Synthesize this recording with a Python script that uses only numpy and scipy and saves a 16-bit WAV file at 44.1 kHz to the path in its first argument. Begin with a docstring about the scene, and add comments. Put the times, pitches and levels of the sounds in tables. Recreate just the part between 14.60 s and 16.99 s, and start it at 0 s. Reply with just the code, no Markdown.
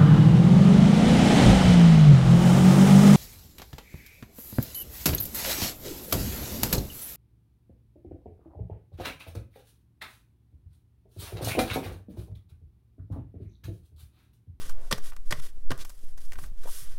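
"""A stack of paper bills is knocked square on a desk three times, close up, in a small room.
Each time the loose edges crackle down, then the stack lands and the desk thuds.
Between knocks the bills slide and tick. Then the stack is passed to one hand and an
envelope is pushed across a page. The moving hands stir the air."""
import sys
import numpy as np
from scipy import signal
from scipy.fft import rfft, irfft
from scipy.io import wavfile

SR = 44100
rng = np.random.default_rng(int(sys.argv[2]) if len(sys.argv) > 2 else 0)


def generate_wav(signal):
    """Clip the signal to [-1, 1] and save it as 16-bit WAV at the path in sys.argv[1]."""
    frames = np.transpose(np.atleast_2d(signal))
    scaled = np.clip(frames, -1, 1) * 32767
    pcm = np.round(scaled).astype(np.int16)
    wavfile.write(sys.argv[1], SR, pcm)


N = 105222

# stack knocks: touch_s, edge_db, edge_tilt_db_per_oct, land_delay_s, land_db, hold_s, desk_db, slap_db
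KNOCKS = [(0.3115, -28.5, 0.3, 0.014, -17.5, 0.0014, -29.5, -26),
          (0.7075, -34.5, 1, 0.016, -22.5, 0.0025, -31.5, -32.5),
          (1.1050, -35, -1.5, 0.0102, -30, .005, -28, -40.5)]
# crisp paper spectrum: freq_hz, level_db
CRISP_SPECTRUM = [(200, -2), (1200, 1.5), (3000, -10.5), (5500, -2.5), (10000, -7.5), (13500, -6.5),
                  (16000, -15)]
BINS_HZ = np.maximum(np.fft.rfftfreq(4096, 1 / SR), 1)


def amp(db):
    """Decibels to gain."""
    return 10 ** (np.asarray(db) / 20)


def unit(x):
    """Scale to rms 1."""
    return x / np.sqrt(np.mean(x ** 2) + 1e-20)


def read(points, hz=BINS_HZ):
    """Interpolate a curve over log frequency."""
    freq_hz, value = np.transpose(points)
    return np.interp(np.log(hz + .5), np.log(freq_hz), value)


def add(mix, start_s, sound):
    """Mix in a sound, cropped to fit."""
    at = round(start_s * SR)
    sound = sound[max(-at, 0):]
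    part = mix[max(at, 0):][:len(sound)]
    part += sound[:len(part)]


def tilted(points, db_per_oct):
    """Spectrum in dB, tilted above 300 Hz."""
    return read(points) + db_per_oct * np.log2(np.maximum(BINS_HZ, 300))


def hump(centre_hz, width_oct):
    """Broad resonance, in dB."""
    return -20 * np.log10(1 + (np.log2(BINS_HZ / centre_hz) / width_oct) ** 2)


def colour(x, spectrum_db):
    """Minimum-phase filter of unit energy."""
    cepstrum = irfft(np.log(amp(np.maximum(spectrum_db, spectrum_db.max() - 90))))
    half = len(cepstrum) // 2
    cepstrum[1:half] *= 2
    cepstrum[half + 1:] = 0
    impulse = irfft(np.exp(rfft(cepstrum)))
    return signal.fftconvolve(x, impulse / np.linalg.norm(impulse))


def steady(points, level_db):
    """Steady shaped noise."""
    gain = amp(read(points, np.fft.rfftfreq(N, 1 / SR)))
    return amp(level_db) * unit(irfft(rfft(rng.standard_normal(N)) * gain, N))


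def grains(count, per_s, spread_db):
    """Impulses of random size, sign and time, rms 1."""
    size = amp(spread_db * np.minimum(rng.exponential(1, count), 4))
    return unit(size * rng.choice([-1, 1], count) * (rng.random(count) < per_s / SR))


def crush(rise_s, fade_s, hold_s=0):
    """Dense burst of crushed fibres."""
    t = np.arange(4096) / SR
    envelope = np.minimum(t / rise_s, 1) * np.exp(-np.maximum(t - rise_s - hold_s, 0) / fade_s)
    x = envelope * rng.choice([-1, 1], len(t))
    for _ in range(4):  # flatten the spectrum, restore the envelope
        white = irfft(np.exp(1j * np.angle(rfft(x))))
        x = envelope * np.sqrt(2) * np.cos(np.angle(signal.hilbert(white)))
    return x


def friction(length_s, peak_frac=.5, roughness=0.4):
    """Fibre slips swell and ease off, with judder and occasional larger catches."""
    judder_db, judder_step_s = 2.5, 0.00976
    count = int(length_s * SR)
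    n = np.arange(count)
    swell = np.sin(np.interp(n / count, [0, peak_frac, 1], [0, np.pi / 2, np.pi])) ** 0.82
    judder = np.interp(n / SR / judder_step_s, np.arange(256), rng.standard_normal(256))
    slips = grains(SR, per_s=9000, spread_db=1.5)
    catches = roughness * amp(-11) * grains(SR, per_s=250, spread_db=6.1)
    return swell * amp(roughness * judder_db * judder) * (slips + catches)[:count]


def paper_slides(mix):
    """Paper drags over paper."""
    # strokes: start_s, length_s, level_db, tilt_db_per_oct, peak_frac, roughness
    slides = [(-.04, 0.18, -48, -1.9, 0.45, 0.85), (0.196, 0.15, -62, -1.5, 0.4, .8),
              (0.414, 0.1, -49, -0.9, 0.71, .6), (0.648, .07, -62.5, -.5, 0.42, 0.9),
              (0.743, 0.064, -49.5, -2.5, 0.9, 1.23), (0.811, .1, -50, -1, 0.28, 0.8),
              (1.182, 0.063, -47.5, -2.7, 0.33, 0.8), (1.252, 0.12, -61, 1, 0.23, 1.1),
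              (1.328, 0.23, -64.5, 0.5, 0.37, 0.85), (1.56, .18, -60, 0.5, 0.37, 1.1),
              (1.767, 0.11, -55, 3, 0.56, 0.84), (1.965, 0.14, -58.5, -2.5, 0.53, 0.65),
              (2.055, 0.22, -44.5, 2, 0.42, 0.07), (2.206, 0.2, -56.5, -2, 0.42, 0.65)]
    # sliding paper spectrum: freq_hz, level_db
    spectrum = [(80, 4.5), (300, -2.5), (470, 2), (830, -7.5), (1170, 2), (2000, 1), (2450, -2.5),
                (3200, 3.5), (4200, -0.5), (5200, 3.5), (7500, 1), (10300, 4), (13500, -1.5), (16000, -8.5)]
    for start_s, length_s, level_db, tilt_db_per_oct, peak_frac, roughness in slides:
        slips = friction(length_s, peak_frac, roughness)
        add(mix, start_s, amp(level_db) * colour(slips, tilted(spectrum, tilt_db_per_oct)))


def room_floor():
    """Quiet rumble and hiss."""
    # background spectrum: freq_hz, level_db
    spectrum = [(20, 0.5), (35, -2.5), (60, -10.5), (100, -25), (200, -33), (500, -37.5), (900, -44.5),
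                (3000, -50), (10000, -50.5), (16000, -55)]
    return steady(spectrum, level_db=-44.5)


def stirred_air():
    """Hands stir the air; the falling stack pushes a slow puff ahead of each knock."""
    # draught spectrum: freq_hz, level_db
    spectrum = [(1, -8), (3, -2), (5.5, 2.5), (10, -16), (20, -20), (40, -53), (300, -150)]
    puff_db, lead_s, width_s = -19.5, 0.022, 0.018
    t = np.arange(N) / SR
    puffs = sum(np.exp(-((t - touch_s + lead_s) / width_s) ** 2) for touch_s, *_ in KNOCKS)
    return steady(spectrum, level_db=-24) + amp(puff_db) * puffs


def bill_snaps(mix):
    """Single bills snap: a resonant tick plus a crisp burst."""
    # snaps: start_s, level_db, pitch_hz, fade_s, crisp_rel_db
    snaps = [(0.094, -47.5, 1200, 0.0059, 4.5), (0.3796, -41.5, 1240, 0.0033, -0.5),
             (0.5197, -44.5, 1090, 0.0024, -27), (0.531, -48.5, 1150, 0.0051, -9.5),
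             (0.5642, -45.5, 1610, 0.0015, -1.5), (1.177, -45.5, 8800, 0.00085, -1),
             (1.248, -49.5, 2920, 0.0044, 6.5), (1.294, -45.5, 7800, 0.0028, -6),
             (1.301, -55, 1350, 0.0015, 9), (1.576, -58, 1360, 0.01, 6), (1.7201, -41, 1900, 0.0021, -4.5),
             (1.731, -50.5, 2000, 0.0066, 4.5), (1.755, -47, 1540, 0.0043, -21),
             (1.786, -41, 1100, 0.0042, -13), (1.836, -49.5, 1420, 0.011, -4.5),
             (2.034, -58.5, 1190, 0.01, 8.5)]
    body_rise_s, crisp_rise_s = 0.0019, 0.0046
    for start_s, level_db, pitch_hz, fade_s, crisp_rel_db in snaps:
        body = colour(crush(body_rise_s, fade_s), hump(pitch_hz, width_oct=0.64))
        crisp = colour(crush(crisp_rise_s, fade_s), read(CRISP_SPECTRUM))
        add(mix, start_s, amp(level_db) * body)
        add(mix, start_s - crisp_rise_s / 2, amp(level_db + crisp_rel_db) * crisp)


def hand_rubs(mix):
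    """Fingertips and palm rub or crease the paper."""
    # rubs: start_s, length_s, level_db, pitch_hz, width_oct
    rubs = [(0.102, 0.2, -56.5, 484, 0.82), (1.195, .036, -46, 4070, 0.84), (1.73, .18, -38, 39, .36),
            (2.052, 0.012, -44, 507, .69), (2.068, .014, -45, 730, 0.61), (2.082, 0.012, -47, 970, .4)]
    for start_s, length_s, level_db, pitch_hz, width_oct in rubs:
        add(mix, start_s, amp(level_db) * colour(friction(length_s), hump(pitch_hz, width_oct)))


def stack_knocks(mix):
    """Loose edges crackle, the stack lands, the desk rings."""
    # loose edge spectrum: freq_hz, level_db
    edge_spectrum = [(60, -21), (200, -4.5), (290, 0), (410, 6), (830, -12), (1130, 1.5), (2000, -5),
                     (2500, -12.5), (3700, -7.5), (5600, -7.5), (7300, -16), (9500, -12), (16000, -32.5)]
    # stack resonances, one row per knock as the grip changes: pairs of freq_hz, level_db
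    grips = [
        [(200, 7), (470, -2), (950, -4), (1780, 0), (3250, -1), (5200, -6)],
        [(220, 2.5), (630, 2), (1170, 5), (1990, 2.5), (3200, -2.5), (4900, -10.5)],
        [(240, 4), (700, 0.5), (1100, 2), (1650, 0), (3000, -5), (4600, -14.5)],
    ]
    edge_fade_s, crackle_db, crackle_fade_s = 0.009, -6.5, 0.033
    land_rise_s, land_fade_s = 0.0009, 0.0017
    t = np.arange(SR // 4) / SR
    settle = np.exp(-(t / edge_fade_s) ** 2) + amp(crackle_db) * np.exp(-t / crackle_fade_s)
    for knock, resonances in zip(KNOCKS, grips):
        touch_s, edge_db, tilt_db_per_oct, delay_s, land_db, hold_s, desk_db, slap_db = knock
        edges = grains(len(t), per_s=3200, spread_db=-0.5) * settle
        add(mix, touch_s, amp(edge_db) * colour(edges, tilted(edge_spectrum, tilt_db_per_oct)))
        stack_power = sum(amp(db + hump(hz, width_oct=0.21)) ** 2 for hz, db in resonances)
        clack = colour(crush(land_rise_s, land_fade_s, hold_s), 10 * np.log10(stack_power))
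        slap = colour(crush(land_rise_s, land_fade_s, hold_s), read(CRISP_SPECTRUM))
        land_s = touch_s + delay_s
        add(mix, land_s - land_rise_s / 2, amp(land_db) * clack + amp(slap_db) * slap)
        add(mix, land_s, amp(desk_db) * desk_ring())


def desk_ring():
    """The desk top rings after a sharp push."""
    # desk modes: freq_hz, level_db, t60_s
    modes = [(97, -1.5, 0.091), (128.2, 0.5, .11), (197.3, -11, 0.037), (432, -10, 0.089), (510, -9, 0.09)]
    push_s = 0.00063
    t = np.arange(SR // 4) / SR
    ring = sum(amp(db - 60 * t / t60_s) * np.sin(2 * np.pi * hz * t) for hz, db, t60_s in modes)
    return ring * (1 - np.exp(-t / push_s))


def finger_bumps(mix):
    """Dull bumps of fingers and stack."""
    # bumps: start_s, level_db, cutoff_hz, fade_s
    bumps = [(0.379, -41, 457, 0.0049), (0.968, -53, 400, 0.0077), (1.1053, -25, 432, 0.0016),
             (1.432, -51, 375, 0.0051), (1.759, -51.5, 151, 0.0105), (1.787, -46, 610, 0.0052),
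             (1.914, -47, 170, 0.0044)]
    rise_s, low_cut_hz = 0.0019, 48
    highpass_db = -20 * np.log10(1 + (low_cut_hz / BINS_HZ) ** 2)
    for start_s, level_db, cutoff_hz, fade_s in bumps:
        lowpass_db = -16.9 * np.log10(1 + (BINS_HZ / cutoff_hz) ** 4)
        add(mix, start_s, amp(level_db) * colour(crush(rise_s, fade_s), lowpass_db + highpass_db))


def desk_thuds(mix):
    """Soft contacts excite mainly the low desk modes."""
    # thuds: start_s, level_db
    thuds = [(.779, -36.5), (1.827, -42.5), (2.222, -42.5)]
    contact_s = 0.006
    push = np.hanning(int(contact_s * SR))
    for start_s, level_db in thuds:
        add(mix, start_s, amp(level_db) * signal.fftconvolve(desk_ring(), push / push.sum()))


def room_reverb(x):
    """Quick reflections off the desk top, then a short tail."""
    # tail spectrum: freq_hz, level_db
    spectrum = [(80, -20), (450, -11), (900, -12.5), (5000, -20), (10000, -17.5), (15000, -13)]
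    # tail decay: freq_hz, t60_s
    decay = [(600, 0.22), (3000, 0.25), (14000, 0.31)]
    near_db, near_fade_s = -10, 0.0051
    t = np.arange(SR // 2) / SR
    near = grains(len(t), per_s=2300, spread_db=1.3) * np.exp(-t / near_fade_s) * (t > .002)
    echoes = grains(len(t), per_s=6000, spread_db=0.93) * (t > .004)
    hz, frame_s, bands = signal.stft(echoes, SR, nperseg=256)
    t60_s = read(decay, hz)[:, None]
    bands *= amp(read(spectrum, hz)[:, None] - 60 * frame_s / t60_s)
    bands *= np.sqrt(2 * np.log(1000) / (t60_s * SR))  # offsets the energy gain of longer decays
    tail = signal.istft(bands, SR, nperseg=256)[1][:len(t)]
    return signal.fftconvolve(x, tail + amp(near_db) * near / np.linalg.norm(near))[:N]


def scene():
    """Paper and desk in the room, over background noise and stirred air; mono."""
    mix = np.zeros(N)
    for source in (paper_slides, bill_snaps, hand_rubs, stack_knocks, finger_bumps, desk_thuds):
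        source(mix)
    return (mix + room_reverb(mix) + room_floor() + stirred_air())[None]


def record(dry):
    """Linear-phase band limit."""
    cutoff_hz = 16050
    taps = signal.firwin(401, cutoff_hz, window=("kaiser", 9), fs=SR)
    padded = np.pad(dry, ((0, 0), (len(taps) // 2,) * 2), "reflect")
    return signal.oaconvolve(padded, taps[None], "valid")


dry = scene()
out = record(dry)
generate_wav(out)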